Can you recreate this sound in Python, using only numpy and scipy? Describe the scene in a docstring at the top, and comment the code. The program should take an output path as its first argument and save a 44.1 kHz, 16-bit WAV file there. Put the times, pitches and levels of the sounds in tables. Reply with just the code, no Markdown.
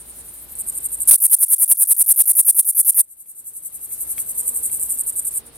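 """Bush crickets in sunny weeds

Each syllable is a soft wing opening, then a loud closing stroke in which the scraper clicks over the
file tooth by tooth. One cricket sings for two seconds right at the stereo microphone and pushes the
camera's gain control down. Others sing further off, over a passing fly, ticking stalks, a low hum
and a faint outdoor rush."""
import sys
import numpy as np
from scipy import signal
from scipy.fft import rfft, irfft, next_fast_len
from scipy.io import wavfile
from scipy.ndimage import uniform_filter1d, minimum_filter1d, map_coordinates

SR = 44100
rng = np.random.default_rng(int(sys.argv[2]) if len(sys.argv) > 2 else 0)


def persist_wave(psi):
    """Save psi, clipped to +-1, as 16-bit WAV."""
    counts = np.round(np.clip(psi, -1, 1) * 32767).astype(np.int16)
    wavfile.write(sys.argv[1], SR, np.atleast_2d(counts).T)


N = 245637


# The song at the microphone. 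Each row: syllable end in seconds, snap (extra closing force) in dB.
NEAR_SYLLABLES = [(1.269, -0.5), (1.355, 5), (1.449, 2.9), (1.549, 3.5), (1.649, 1), (1.736, 3.5),
                  (1.841, 2.5), (1.934, 2.5), (2.029, 1), (2.129, 2.5), (2.224, 2), (2.321, 0.5),
                  (2.415, 3), (2.513, 4.5), (2.614, 4.5), (2.713, -0.5), (2.817, 3.5), (2.91, 1.5),
                  (3.017, 2.5)]
def near_song(level_db=11.5, first_length_s=.1):
    """Syllables that follow without a gap, as (end s, length s, level dB, snap dB)."""
    end, snap_db = np.transpose(NEAR_SYLLABLES)
    length = np.diff(end, prepend=end[0] - first_length_s)
    return np.column_stack([end, length, np.full(len(end), level_db), snap_db])


# The halting first syllable. Its row: end and length in seconds, level and snap in dB.
FIRST_SYLLABLE = [(1.162, .089, 5.3, 1.5)]
# The wings open, catch and close. Each row is one sweep: start and end as shares of the syllable,
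# crest as a share of the sweep, peak and swell in dB, base teeth per second, jitter in tooth spacings.
FULL_STROKE = [(0, 0.268, 0.54, -18, 28, 2600, .4), (0.326, 0.469, 0.69, -12.5, 2, 2400, 0.42),
               (.48, 1, 0.74, -1.5, 8.5, 810, .1)]
HALTING_STROKE = [(.02, .35, .75, -9, 10, 1500, 0.186), (.41, .58, 0.22, -.5, 2.5, 1313, .25),
                  (0.535, 1.026, 0.59, 4.5, 9, 476.4, .2)]
# The wing's resonance from close up. Each row: frequency in Hz, relative level in dB.
NEAR_WING = [(700, -61), (2500, -55.5), (4500, -48), (5900, -36), (6930, -24), (8000, -13.5), (9000, -2.5),
             (9380, 1.5), (9800, -2.5), (10400, -2.53), (11500, -6.5), (12600, -6), (14900, -19.5),
             (15900, -20.5)]
def near_cricket():
    """Right at the microphone, with little scatter off leaves: a halting start, then full song."""
    leaves = (-9.5, .012)  # scatter dB, decay s
    song = cricket(near_song(), FULL_STROKE, NEAR_WING, leaves,
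                   darken=1.62, right_lag_us=7.3, left_db=.5, uneven_db=2.08)
    start = cricket(FIRST_SYLLABLE, HALTING_STROKE, NEAR_WING, leaves,
                    darken=.42, right_lag_us=7.1, left_db=-1)
    return song + start


def cricket(syllables, stroke, wing, leaves, darken, right_lag_us, left_db, uneven_db=2.94):
    """Tooth strikes ring the wing, which starts its closing stroke bright and darkens towards the end."""
    at, size, progress = teeth(syllables, stroke, uneven_db)
    closing = progress > .335
    brightness = np.clip(darken * (.92 - progress), -.7, .7) * closing
    tilt = filtered(clicks(at, size * brightness), lambda hz: np.tanh((hz - 10300) / 1200))
    song = signal.oaconvolve(clicks(at, size) + tilt, ring(wing))[:N]
    sides = np.array([[.5], [-.5]])  # left, right
    pair = filtered(song, lambda hz: np.exp(2j * np.pi * hz * sides * right_lag_us / 1e6))
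    return foliage(amp(sides * left_db) * pair, *leaves)


def teeth(syllables, stroke, uneven_db, snap_share=.82, snap_width_s=.0083):
    """Every strike of scraper on file: its time in samples, its size, its place in the syllable (0-1)."""
    strikes = []
    for end, length, db, snap_db in syllables:
        pace = np.exp(.048 * rng.standard_normal())  # wing speed differs between syllables
        for begin, finish, crest, peak_db, swell_db, rate, jitter in stroke:
            span = finish - begin
            part, force = sweep(length * span, crest, swell_db, rate * pace, jitter)
            progress = begin + span * part
            snap = snap_db * np.exp(-((progress - snap_share) * length / snap_width_s) ** 2)
            uneven = uneven_db * rng.standard_normal(256)[:len(part)]
            size = force * amp(db + peak_db + snap + uneven)
            strikes.append([(end - length * (1 - progress)) * SR, size, progress])
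    return np.concatenate(strikes, axis=1)


def sweep(seconds, crest, swell_db, rate, jitter, release_db=7.5, steps=256):
    """One pass of the scraper over the file: where in it each tooth is struck (0-1), and how hard."""
    u = np.linspace(0, 1, steps)
    drive = 1 + .5 * np.exp(-(u / .27) ** 2) + .35 * u ** 2  # sets off fast, settles, gathers speed
    brake = 1 - .38 * np.exp((u - 1) / .09)  # slows just before it lifts
    speed = rate * drive * brake
    passed = np.cumsum(speed) * seconds / steps
    slip = rng.standard_normal(steps)[:int(passed[-1])]
    tooth = np.arange(len(slip)) + rng.random()
    loose = .1515 * (2 * np.interp(tooth, passed, u) - 1) ** 6  # more jitter on landing and lifting
    part = np.interp(tooth + slip * (jitter + loose), passed, u)
    crest = np.clip(crest, .05, .95)
    swell = swell_db * np.maximum(1 - part / crest, 0) ** 1.71
    release = release_db * np.maximum((part - crest) / (1 - crest), 0) ** 2.58
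    return part, amp(-swell - release) * np.sqrt(SR / np.interp(part, u, speed))


def wing_rasp(syllables, gain_db=-44, flutter_db=4.5):
    """Between the loud strokes the wings rub with a lower, uneven, toothless scrape."""
    gate = np.zeros(N)
    for end, length, db, _ in syllables:
        progress = 1 + (np.arange(N) / SR - end) / length
        gate += amp(db) * (progress > .018) * (progress < .48)
    rubbing = uniform_filter1d(gate, SR // 250) * amp(flutter_db * wobble(110))
    colour = [(1200, -31), (3000, -17), (5000, -9), (7000, -4), (10000, -9)]  # Hz, dB
    return amp(gain_db) * rubbing * stereo_noise(colour, likeness=[(5000, 1)])


# Runs of song further from the microphone. Each row: ends of the first and last syllables in seconds,
# syllable count, first and last level in dB relative to the singer's own, slowing as a share.
NEIGHBOUR_RUNS = [(.62, 1.121, 7, -3.5, -.5, 0), (4.413, 5.384, 12, -.5, 0, .068)]
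BEHIND_RUNS = [(3.047, 3.682, 8, -1, 0, 0), (3.775, 4.225, 6, -3.7, -1.5, .06),
               (4.32, 4.96, 8, -3, -5.5, 0)]
DULL_RUNS = [(.022, .405, 5, 0, -1.5, 0), (5.49, 5.58, 2, -5.5, -6.5, 0)]
BRIGHT_RUNS = [(.1, .54, 6, -9, 0, 0)]
# Their wing movements. Each row: one sweep, with the columns of FULL_STROKE.
SLOW_STROKE = [(0.177, 0.357, 0.14, -11.5, 1.7, 1000, .4), (0.342, 0.535, 0.44, -12.5, 6, 1000, .38),
               (0.527, 1.022, 0.83, 0, 6, 351.2, 0.0988)]
SOFT_STROKE = [(0, 0.329, 0.34, -12.5, 2, 1050, 0.372), (0.321, 0.544, 1, -6, 3.4, 998, .35),
               (0.496, 1.011, 0.4, 0.5, 14, 693.7, 0.1514)]
# Their wing resonances. Each row: frequency in Hz, relative level in dB.
NEIGHBOUR_WING = [(3200, -46), (5800, -41), (6600, -26), (7500, -13), (8200, -3.5), (8900, 3.5),
                  (9500, -3.5), (10200, -8), (11400, -3.5), (12600, -4.5), (13900, -11), (15100, -13.5),
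                  (15900, -55.5)]
BEHIND_WING = [(3200, -77), (5500, -32), (6800, -18.5), (7700, -8), (8700, 4), (10000, -4.5), (11900, -2),
               (12600, -3.5), (13600, -15.5), (15100, -18), (15800, -30)]
DULL_WING = [(5000, -38), (7500, -18), (8500, -5), (9100, 3), (10000, -6), (11500, -12.5), (15000, -26)]
BRIGHT_WING = [(5000, -38), (7500, -8), (9300, 3.5), (11000, -1), (12700, 4.5), (14300, 1), (15700, -24)]
def further_crickets():
    """A neighbour, one behind it and two deep in the weeds: the further off, the more leaf scatter."""
    neighbour = cricket(steady_song(NEIGHBOUR_RUNS, level_db=-19), SLOW_STROKE, NEIGHBOUR_WING,
                        leaves=(-4.5, .035), darken=1.13, right_lag_us=-111, left_db=-.5, uneven_db=3)
    behind = cricket(steady_song(BEHIND_RUNS, level_db=-20), SOFT_STROKE, BEHIND_WING,
                     leaves=(-1, .04), darken=.094, right_lag_us=68.3, left_db=1.5)
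    dull = cricket(steady_song(DULL_RUNS, level_db=-35.5), SOFT_STROKE, DULL_WING,
                   leaves=(6, .05), darken=1, right_lag_us=0, left_db=-.5)
    bright = cricket(steady_song(BRIGHT_RUNS, level_db=-35), SOFT_STROKE, BRIGHT_WING,
                     leaves=(6, .05), darken=.19, right_lag_us=0, left_db=1.5)
    return neighbour + behind + dull + bright


def steady_song(runs, level_db, spread_db=.12):
    """Syllables without a snap, at an even or gently slowing pace, their level drifting over the run."""
    syllables = []
    for first, last, count, first_db, last_db, slowing in runs:
        part = np.linspace(0, 1, count)
        end = first + (last - first) * part * (1 - slowing * (1 - part))
        length = np.diff(end, prepend=2 * end[0] - end[1])
        db = level_db + first_db + (last_db - first_db) * part + spread_db * rng.standard_normal(count)
        syllables += zip(end, length, db, np.zeros(count))
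    return syllables


def foliage(direct, scatter_db, t60, paths=4, sway_rate=5):
    """The direct sound and its scatter off swaying leaves, different at each side of the microphone."""
    t = np.arange(SR // 12) / SR
    tails = rng.standard_normal((paths, 2, len(t))) * amp(-60 * t / t60) * (1 - np.exp(-t / .0027))
    tails *= amp(scatter_db) / np.linalg.norm(tails, axis=2, keepdims=True)
    sway = np.array([wobble(sway_rate) for _ in range(paths)])
    sway /= np.linalg.norm(sway, axis=0)  # the paths trade strength at constant power
    scatter = sum(share * signal.oaconvolve(direct, tail, axes=1)[:, :N]
                  for share, tail in zip(sway, tails))
    return (direct + scatter) / np.hypot(1, amp(scatter_db))


# A fly passing the microphone. Each row: time in seconds, wingbeat in Hz, level in dB.
FLY_PATH = [(4.1, 250, -103.5), (4.352, 247.8, -58), (4.55, 242.2, -53), (4.679, 241, -62.5),
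            (4.85, 233.8, -59.5), (5.1, 229.9, -70), (5.45, 232, -59), (5.57, 232, -61)]
# Its buzz. Each row: multiple of the wingbeat, relative level in dB.
FLY_HARMONICS = [(1, -2.5), (2, 1), (3, -9), (4, -9), (5, -9.5)]
def fly():
    """Beating wings buzz faintly, sinking in pitch as the fly drifts past."""
    times, hz, db = np.transpose(FLY_PATH)
    t = np.arange(N) / SR
    wingbeat_hz = np.interp(t, times, hz) * (1 + .0066 * wobble(16))
    phase = 2 * np.pi * np.cumsum(wingbeat_hz) / SR
    buzz = sum(amp(level) * np.sin(k * phase) for k, level in FLY_HARMONICS)
    return amp(np.interp(t, times, db)) * unit(buzz)


# Ticks among the weeds. Each row: start in seconds, gain in dB.
STALK_TICKS = [(3.258, -53.5), (3.913, -54), (4.181, -37), (4.698, -51)]
# A stalk's ring. Each row: frequency in Hz, relative level in dB, seconds to fall by 60 dB.
STALK_MODES = [(2240, 0, 0.041), (2440, 6.5, 0.0089), (3230, 0.5, 0.022)]
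def stalks():
    """Dry stalks tick: a crack and a short ring."""
    t = np.arange(SR // 8) / SR
    ringing = sum(amp(db - 60 * t / t60) * np.sin(2 * np.pi * hz * t) for hz, db, t60 in STALK_MODES)
    crack = .79 * amp(-60 * t / .11) * rng.standard_normal(len(t))
    starts, db = np.transpose(STALK_TICKS)
    return signal.fftconvolve(clicks(starts * SR, amp(db)), ringing + crack)[:N]


# Open air and far-off insects. Each row: frequency in Hz, relative level in dB.
AIR_SPECTRUM = [(12, -53), (20, -15), (60, -11.5), (126, -12.5), (424, -17), (467, -18), (514, -18.5),
                (828, -21.5), (1160, -23.5), (1690, -25.5), (3380, -28), (4000, -25.5), (6000, -33),
                (7800, -87), (13200, -120)]
CHORUS_SPECTRUM = [(4500, -26), (7000, -12), (9200, 0), (10500, -4), (12500, -7), (14500, -10),
                   (15800, -20)]
# The air's width at the microphone. Each row: frequency in Hz, left-right likeness from 0 to 1.
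AIR_LIKENESS = [(50, 1), (130, 0.3), (500, 0.47), (2000, 0.11), (6000, 0)]
# A low hum. Each row: time in seconds, level in dB.
HUM_LEVELS = [(0, -56.5), (1, -55.5), (3.5, -64), (5.57, -59)]
def meadow(air_db=-51, breeze_db=.5, hum_hz=58, chorus_db=-48):
    """All around the microphone: outdoor rush, a faint wavering hum and the blur of distant insects."""
    air = amp(air_db + breeze_db * wobble(6.9)) * stereo_noise(AIR_SPECTRUM, AIR_LIKENESS)
    hum_db = np.interp(np.arange(N) / SR, *np.transpose(HUM_LEVELS)) + 2 * wobble(3.05)
    hum_phase = 2 * np.pi * np.cumsum(hum_hz + 5 * wobble(11)) / SR
    hum = amp(hum_db) * unit(np.sin(hum_phase))
    chorus = amp(chorus_db + 5.5 * wobble(30)) * stereo_noise(CHORUS_SPECTRUM, likeness=[(9000, .19)])
    return air + hum + chorus


def amp(db):
    """Decibels to gain."""
    return 10 ** (np.asarray(db) / 20)


def unit(x):
    """Scale to rms 1."""
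    return x / np.sqrt(np.mean(x ** 2) + 1e-20)


def along(points, hz):
    """Interpolate (Hz, value) points on a log frequency axis."""
    knots, values = np.transpose(points)
    return np.interp(np.log(hz + 1), np.log(knots + 1), values)


def wobble(rate):
    """A smooth random curve, rate knots a second."""
    return map_coordinates(rng.standard_normal(int(N * rate / SR) + 4), [np.arange(N) * rate / SR])


def filtered(x, response):
    """Pass x through a complex frequency response."""
    size = next_fast_len(N + SR // 4)
    return irfft(rfft(x, size) * response(np.fft.rfftfreq(size, 1 / SR)), size)[..., :N]


def ring(spectrum, size=2048):
    """Causal impulse response of energy 1 with the given colour."""
    magnitude = amp(along(spectrum, np.fft.rfftfreq(size, 1 / SR)))
    cepstrum = irfft(np.log(magnitude + 1e-4))
    cepstrum[1:size // 2] *= 2  # fold to minimum phase
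    cepstrum[size // 2 + 1:] = 0
    response = irfft(np.exp(rfft(cepstrum)))
    return response / np.linalg.norm(response)


def clicks(at, sizes, order=8):
    """Impulses placed between samples by a windowed sinc."""
    index = np.floor(at).astype(int)[:, None] + np.arange(1 - order, order + 1)
    offset = index - at[:, None]
    shape = np.sinc(offset) * np.cos(np.pi * offset / (2 * order)) ** 2 * ((index >= 0) & (index < N))
    return np.bincount(np.clip(index, 0, N - 1).ravel(), (shape * sizes[:, None]).ravel(), N)


def stereo_noise(spectrum, likeness):
    """Noise of rms 1 with the given colour and left-right likeness."""
    def response(hz):
        angle = np.arccos(np.clip(along(likeness, hz), -1, 1)) / 2
        return amp(along(spectrum, hz)) * [np.cos(angle), np.sin(angle)]
    mid, side = filtered(rng.standard_normal((2, N)), response)
    return unit(np.array([mid + side, mid - side]))


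def scene():
    """Everything that reaches the stereo microphone in the weeds."""
    return near_cricket() + further_crickets() + wing_rasp(near_song()) + fly() + stalks() + meadow()


def gain_control(x, limit_db=-6.5, window_s=.0055, attack_s=.0086, hold_s=.08, release_db_per_s=20.5):
    """The camera's gain drops quickly on loud sound, holds for a moment and creeps back."""
    power = np.abs(uniform_filter1d(np.mean(x ** 2, axis=0), int(window_s * SR)))
    excess_db = np.maximum(10 * np.log10(power + 1e-12) - limit_db, 0)
    hold = int(hold_s * SR)
    held_db = -minimum_filter1d(-excess_db, hold, origin=(hold - 1) // 2)
    creep_db = release_db_per_s * np.arange(N) / SR
    cut_db = np.maximum.accumulate(held_db + creep_db) - creep_db
    pole = np.exp(-1 / (attack_s * SR))
    return x * amp(-signal.lfilter([1 - pole], [1, -pole], cut_db))


def record(dry, lopsided=.031, full_scale=.97, top_hz=15950):
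    """Gain control, a slightly lopsided overload that clips the sharpest clicks, and the band limit."""
    x = gain_control(dry)
    x = x + lopsided * filtered(x ** 2, lambda hz: hz ** 2 / (hz ** 2 + 200 ** 2))
    x = np.clip(x, -full_scale, full_scale)
    return filtered(x, lambda hz: 1 / (1 + (hz / top_hz) ** 200))


dry = scene()
out = record(dry)
persist_wave(out)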